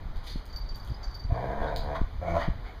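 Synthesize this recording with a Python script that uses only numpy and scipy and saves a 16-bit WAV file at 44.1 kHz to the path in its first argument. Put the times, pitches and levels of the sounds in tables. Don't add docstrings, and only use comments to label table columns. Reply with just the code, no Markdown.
import sys
import numpy as np
from scipy import signal
from scipy.fft import rfft, irfft, next_fast_len
from scipy.io import wavfile
from scipy.ndimage import uniform_filter1d, map_coordinates

SR = 44100
rng = np.random.default_rng(int(sys.argv[2]) if len(sys.argv) > 2 else 0)


def elevation(decibels):
    levels = np.asarray(decibels, float)
    return 10 ** (levels / 20)


def put_to_file(sound):
    columns = np.atleast_2d(sound).T
    safe = np.clip(columns, -1, 1)
    whole_steps = np.round(safe * 32767)
    wavfile.write(sys.argv[1], SR, whole_steps.astype(np.int16))


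N = 123479
T = np.arange(N) / SR
SHORT = np.arange(SR // 5) / SR


def unit(x):
    return x / np.sqrt(np.mean(x ** 2) + 1e-20)


def along(points, hz):
    f, v = np.transpose(points)
    return np.interp(np.log(hz + 1), np.log(f + 1), v)


def wobble(rate_hz):
    knots = rng.standard_normal(int(N * rate_hz / SR) + 4)
    return map_coordinates(knots, [T * rate_hz])


def filtered(x, response):
    m = next_fast_len(N + SR // 2)
    return irfft(rfft(x, m) * response(np.fft.rfftfreq(m, 1 / SR)), m)[:N]


def coloured(x, spectrum):
    return filtered(x, lambda hz: elevation(along(spectrum, hz)))


def noise(spectrum):
    lowest_hz = spectrum[0][0] / 2
    return unit(filtered(rng.standard_normal(N), lambda hz: elevation(along(spectrum, hz)) * (hz > lowest_hz)))


def swell(start_s, length_s, power):
    return np.sin(np.pi * np.clip((T - start_s) / length_s, 0, 1) ** power)


def add(out, start_s, piece):
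    out[round(start_s * SR):][:len(piece)] += piece


def room(x, wet_db):
    # hz, t60_s
    decay = [(150, 0.24), (800, 0.31), (4000, 0.35), (12000, 0.18)]
    hz, t, z = signal.stft(rng.standard_normal(SR // 2), SR, nperseg=256)
    tail = signal.istft(z * elevation(-60 * t / along(decay, hz)[:, None]), SR, nperseg=256)[1]
    delayed = np.pad(x, (200, 0))
    return x + elevation(wet_db) * signal.fftconvolve(delayed, tail / np.linalg.norm(tail))[:N]


def air():
    # hz, level_db
    spectrum = [(100, -5), (250, -7.5), (500, -8.5), (900, -7), (2000, -15), (4500, -21), (9000, -26.5),
                (15000, -26)]
    level_db, patch_db = -50.5, 1.08
    z = signal.stft(noise(spectrum), nperseg=512)[2]
    patches = uniform_filter1d(uniform_filter1d(rng.standard_normal(z.shape), 8, 0), 12, 1)
    hiss = signal.istft(z * elevation(patch_db * unit(patches)), nperseg=512)[1][:N]
    return elevation(level_db) * unit(hiss)


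def handling():
    # time_s, level_db
    bumps = [
        (0, -31),
        (.3, -40),
        (.5, -41.5),
        (.7, -38),
        (1.2, -38.5),
        (1.55, -37),
        (1.72, -31),
        (2.1, -38.5),
        (2.56, -34),
        (2.72, -41.5),
    ]
    # hz, level_db
    rumble = [(15, -8), (22, 3.5), (55, -2), (90, -8), (160, -22), (300, -30), (500, -75)]
    s, level_db = np.transpose(bumps)
    return elevation(np.interp(T, s, level_db)) * unit(elevation(2.36 * wobble(16)) * noise(rumble))


def thumps():
    # centre_s, signed_size, half_width_s, recoil_share
    landings = [(.114, -0.039, 0.008, 0.45), (0.166, -0.054, 0.0075, 0.48), (.359, 0.06, 0.001, 0.68),
                (0.369, -0.053, 0.0056, 0.64), (.552, -0.041, 0.0036, 0.43), (0.641, 0.057, 0.0048, 0.75),
                (.905, -0.074, 0.0021, 0.31), (0.917, 0.068, 0.00212, 1), (1.075, 0.054, 0.0049, 0.77),
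                (1.251, -0.078, 0.0027, .7), (1.267, -0.055, 0.0061, 0.51), (1.297, -0.071, 0.00254, 1.1),
                (1.323, .2, 0.0022, 0.84), (1.588, -.065, 0.0078, 0.98), (1.804, 0.041, 0.0065, 1.14),
                (2.013, -.12, 0.003, 0.14), (2.016, -0.18, 0.0011, 0.079), (2.031, -0.11, 0.0055, .8),
                (2.158, 0.049, 0.0033, 0.56), (2.481, -0.14, 0.00146, 0.12), (2.487, -0.18, 0.0012, 0.12),
                (2.504, -0.14, 0.0044, 0.33)]
    recoil_half_widths, shape_power = 2.22, 1.57
    t = np.arange(-1700, 1900) / SR
    out = np.zeros(N)

    def lobe(u):
        return np.exp(-np.abs(u) ** shape_power)

    for s, size, half_s, recoil in landings:
        push = lobe(t / half_s) - recoil * lobe(t / half_s - recoil_half_widths)
        add(out, s + t[0], size * push)
    return out


def claws():
    # start_s, peak_db, brightness_0_1
    clicks = [
        (0.16, -56.5, 0.3),
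        (0.17, -56, 0.4),
        (0.4558, -49, 0.75),
        (0.4637, -51, 0.6),
        (0.7589, -46, 0.8),
        (0.849, -51.5, 0.75),
        (0.876, -51, 0.65),
        (1.7622, -36.5, 0.56),
        (1.7738, -49, 0.8),
        (1.84, -54, 0.5),
    ]
    # hz, level_db
    dull_curve = [(1500, -25), (3000, -1.5), (4500, 3.5), (7000, -3), (15000, -20)]
    # hz, level_db
    bright_curve = [(4000, -22.5), (8000, -4.5), (12000, -2), (15000, -1)]
    gain_db, t60_s, snap = 14.5, 0.0061, 3.36
    dull, bright = np.zeros(N), np.zeros(N)
    for s, db, share in clicks:
        scrape = rng.standard_normal(len(SHORT))
        tick = elevation(db + gain_db - 60 * SHORT / t60_s) * (scrape + snap * (SHORT == 0))
        add(dull, s, (1 - share) * tick)
        add(bright, s, share * tick)
    return 2 * (coloured(dull, dull_curve) + coloured(bright, bright_curve))


def tag():
    # start_s, peak_db, high_modes_db, second_mode_db, free_ringing_s
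    contacts = [(0.188, -58, -15, 5, 0.033), (0.498, -50, -15, -3, 0.029), (0.5276, -39.5, -16, -10, 0.044),
                (0.5594, -34, -10, -7, 0.04), (0.6139, -53, -15, -10, 0.014), (0.6405, -52, -15, -9, 0.018),
                (0.6889, -38.5, -21, -10, 0.018), (0.7452, -42, -10, -6, 0.013),
                (0.798, -49.5, -9, -4, 0.041), (0.828, -49, -10, -8, 0.037), (0.8977, -49, -13, 2, 0.013),
                (0.9198, -47.5, -15, -5, 0.0076), (0.9422, -54, -18, 13, .012),
                (1.0302, -39, -19, -6, 0.0091), (1.041, -37.5, -22, -12, 0.029),
                (1.075, -47, -15, -1, 0.023), (1.11, -45, -17, -8, 0.014),
                (1.1428, -38.5, -11.5, -4, 0.039), (1.1937, -42.5, -15, -10, 0.04),
                (1.237, -45.5, -27, -14, 0.0088), (1.27, -62, -27, -7, 0.035), (1.346, -55, -27, -3, 0.058),
                (1.3874, -57, -27, -10, 0.013)]
    mode_hz = np.array([4635, 4935, 4540, 11250, 11995, 12075])[:, None]
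    mode_db = np.array([1, -0.5, -4.5, -1, -3, 1])[:, None]
    mode_t60_s = np.array([0.22, 0.11, 0.05, .15, 0.17, 0.32])[:, None]
    # hz, level_db
    tick_curve = [(3500, -23), (5500, 1), (7000, -7.5), (9000, -20)]
    gain_db, scatter_db, attack_s, fur_t60_s = -1, 1, 0.0025, 0.019
    tick_db, tick_t60_s, chatter_db = -6.5, 0.059, 2
    modes = len(mode_hz)
    ring = elevation(mode_db - 60 * SHORT / mode_t60_s) * np.exp(2j * np.pi * mode_hz * SHORT)
    ring = ring * (1 - np.exp(-SHORT / attack_s))
    out, ticks = np.zeros(N), np.zeros(N)
    for s, db, high_db, second_db, free_s in contacts:
        share_db = np.array([0, second_db, 0, high_db, high_db, high_db])
        strike_db = db + gain_db + share_db + rng.normal(0, scatter_db, modes)
        strike = elevation(strike_db) * np.exp(2j * np.pi * rng.random(modes))
        damping = elevation(-60 * np.clip(SHORT - free_s, 0, 1) / fur_t60_s)
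        add(out, s, (strike @ ring).real * damping)
        add(ticks, s, elevation(db + tick_db - 60 * SHORT / tick_t60_s))
    return out * elevation(chatter_db * wobble(150)) + ticks * noise(tick_curve)


def throat(x, peaks):
    floor_hz = 226

    def response(f):
        total = 0
        for k, (centre, width, db) in enumerate(peaks):
            peak = 1j * f * width / (centre * centre - f * f + 1j * f * width)
            total = total + (-1) ** k * elevation(db) * peak
        return (1j * f / (floor_hz + 1j * f)) ** 2 * total

    return unit(filtered(x, response))


def wheezes():
    # start_s, length_s, level_db, cavity_hz, width_hz
    breaths = [(0.271, 0.087, -47, 4500, 900), (1.0, 0.096, -53, 750, 220), (1.3, 0.14, -47, 1094, 30),
               (1.84, 0.041, -57.5, 4600, 400), (2.65, 0.072, -52, 720, 200), (1.62, .035, -55, 3400, 150),
               (1.658, 0.042, -56, 3750, 220), (1.66, 0.079, -50, 1500, 130),
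               (1.765, 0.056, -54.5, 4700, 640), (1.94, 0.027, -62, 3200, 166),
               (1.933, 0.043, -53, 1750, 130), (1.945, 0.034, -34, 1080, 86), (2.386, 0.058, -41, 1870, 92),
               (2.375, 0.093, -48, 3070, 300), (2.39, 0.064, -51, 4500, 460), (2.25, 0.26, -57, 6200, 940),
               (2.25, 0.091, -48, 2180, 150), (2.649, 0.065, -57, 2200, 200),
               (2.638, 0.063, -64, 4300, 740)]
    breath = rng.standard_normal(N) * elevation(2.0 * wobble(60))
    out = np.zeros(N)
    for s, length_s, db, hz, width_hz in breaths:
        out += elevation(db) * swell(s, length_s, 0.73) * throat(breath, [(hz, width_hz, 0)])
    return out


def snorts():
    # start_s, length_s, level_db, brightness_0_1
    puffs = [
        (0.158, 0.039, -71, .6),
        (0.227, 0.13, -44.5, 1),
        (0.344, 0.066, -54.5, 1),
        (0.762, 0.039, -55.5, 0.03),
        (0.993, 0.1, -56.5, 0.03),
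        (1.59, 0.085, -50, 0.3),
        (1.948, 0.015, -51, 0),
        (2.38, 0.1, -38, 0.12),
        (2.63, 0.097, -51.5, 0),
    ]
    # hz, level_db
    dull_curve = [(400, -26), (900, 6.5), (2000, 1), (4000, -12.5), (8000, -40), (15000, -44)]
    # hz, level_db
    bright_curve = [(800, -29), (2000, 6.5), (4200, 9), (7000, 6), (11000, 7), (15000, -2)]
    dull, bright, out = noise(dull_curve), noise(bright_curve), np.zeros(N)
    for s, length_s, db, share in puffs:
        out += elevation(db) * swell(s, length_s, 0.93) * ((1 - share) * dull + share * bright)
    return out * elevation(2.2 * wobble(70))


def growl(rows, chest_db, support, shut, wide):
    # hz, level_db
    rasp_curve = [(1000, -32), (1800, 4), (3600, -19), (6500, -13), (15000, -21)]
    jitter, size_scatter_db, open_share, fade_s = 0.05, 1, 1, 0.0061
    rasp_db, chest_follows = -21, 0.37
    s, *columns = np.transpose(rows)
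    pitch_hz, level_db, rough, opening = [np.interp(T, s, c) for c in columns]

    turns = np.cumsum(pitch_hz * (1 + jitter * rough * wobble(60))) / SR
    cycle = turns.astype(int)
    size = elevation(size_scatter_db * rng.standard_normal(size=400))[cycle]
    pulses = unit(size * np.diff(cycle, prepend=0))
    gated = unit(size * (0.43 + np.exp(-(turns % 1) / open_share)) * rng.standard_normal(N))
    source = np.sqrt(1 - rough) * pulses + np.sqrt(rough) * gated

    voice = (1 - opening) * throat(source, shut) + opening * throat(source, wide)
    rasp = unit(coloured(gated + rng.standard_normal(N), rasp_curve))
    voice = voice + elevation(rasp_db) * rasp

    chest = np.zeros(N)
    for k, db in enumerate(chest_db):
        tone = np.sin(2 * np.pi * ((k + 1) * turns + rng.random()))
        chest += elevation(db + 3.3 * wobble(25.14)) * tone
    steadying_db = (1 - chest_follows) * (level_db.max() - level_db)
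    chest = chest * elevation(steadying_db + np.interp(T, *np.transpose(support)))

    gate = np.clip(np.minimum(T - s[0], s[-1] - T) / fade_s, 0, 1)
    return gate * elevation(level_db) * (voice + chest)


def long_growl():
    # time_s, pitch_hz, level_db, roughness_0_1, mouth_opening_0_1
    course = [
        (1.29, 55.9, -48, 0.63, 0.84),
        (1.35, 58.58, -37, 0.42, 0.48),
        (1.46, 65.31, -34.5, 0.44, 0.48),
        (1.56, 68.04, -38, 0.53, 0.13),
        (1.65, 75.47, -35, 0.48, 0),
        (1.74, 74.38, -36.5, .3, 0.61),
        (1.81, 73.5, -45.5, 0.31, 0.26),
        (1.92, 72.67, -33.5, 0.22, 0.47),
        (2.0, 75.2, -47, 0.74, 0.25),
    ]
    chest_db = [-13, -5, -8.5]
    # time_s, gain_db
    support = [(1.3, -1), (1.551, -2), (1.65, 1), (1.95, -2)]
    # centre_hz, width_hz, level_db
    shut = [(307, 150, -4), (493, 102, 2), (674, 105, 2), (1013, 96, -1.5), (1568, 160, -9.5)]
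    # centre_hz, width_hz, level_db
    wide = [(313, 80, -21), (480, 46, -3.5), (673, 25, 9.5), (1220, 62, -17), (1310, 97, -25),
            (2420, 150, -17.5)]
    return growl(course, chest_db, support, shut, wide)


def short_growl():
    # time_s, pitch_hz, level_db, roughness_0_1, mouth_opening_0_1
    course = [
        (2.21, 90.75, -41, .3, 0.25),
        (2.24, 89.45, -35.5, 0.34, 0.28),
        (2.27, 84.45, -34, 0.47, 0.84),
        (2.305, 83.24, -30, 0.5, 0.77),
        (2.335, 84.1, -31.5, 0.43, 0.67),
        (2.37, 82.4, -23.5, 0.28, 0.98),
        (2.4, 83.34, -36.5, 0.3, 0.83),
        (2.47, 82, -60, 0.27, 1),
    ]
    chest_db = [-10, -12, -28, -19]
    # time_s, gain_db
    support = [(2.21, -1), (2.25, -6.5), (2.3, 1), (2.4, 2.8), (2.46, -2)]
    # centre_hz, width_hz, level_db
    shut = [(330, 100, -27), (551, 70, 5.5), (698, 80, 2.5), (1027, 50, -13), (1370, 130, -10.5),
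            (2310, 85, -12.5)]
    # centre_hz, width_hz, level_db
    wide = [(330, 52, -11.5), (494, 45, -3.5), (674, 26.6, 11), (1047, 92, -9), (1166, 65, -9.5),
            (1430, 106, -13), (2300, 100, -19)]
    return growl(course, chest_db, support, shut, wide)


def scene():
    background = air() + handling() + thumps()
    contacts = room(claws(), wet_db=0.6) + room(tag(), wet_db=-4.5)
    breath = room(wheezes() + snorts(), wet_db=-3)
    growls = room(long_growl() + short_growl(), wet_db=-4)
    return (background + contacts + breath + growls)[None]


def microphone(x):
    # hz, gain_db
    colour = [(20, 1), (4800, 0.5), (5300, -6.5), (6300, -6), (8000, -9.5), (10000, -11.5), (15000, -14.5)]
    # centre_hz, width_hz, depth_db
    notches = [(2697, 370, -49), (5480, 366, -29), (7855, 1630, -18.5), (10800, 370, -26)]
    top_hz, top_db_per_hz = 15250, 0.06

    def response(hz):
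        gain = elevation(along(colour, hz) - top_db_per_hz * np.clip(hz - top_hz, 0, 600))
        for centre, width, db in notches:
            off = (hz - centre) ** 2
            gain = gain * np.sqrt((off + (elevation(db) * width) ** 2) / (off + width * width))
        return gain

    return filtered(x, response)


def top_cut(x):
    return signal.sosfilt(signal.butter(12, 15660, fs=SR, output="sos"), x)


def record(dry):
    mix = microphone(dry[0])[None]
    return top_cut(mix)


dry = scene()
out = record(dry)
put_to_file(out)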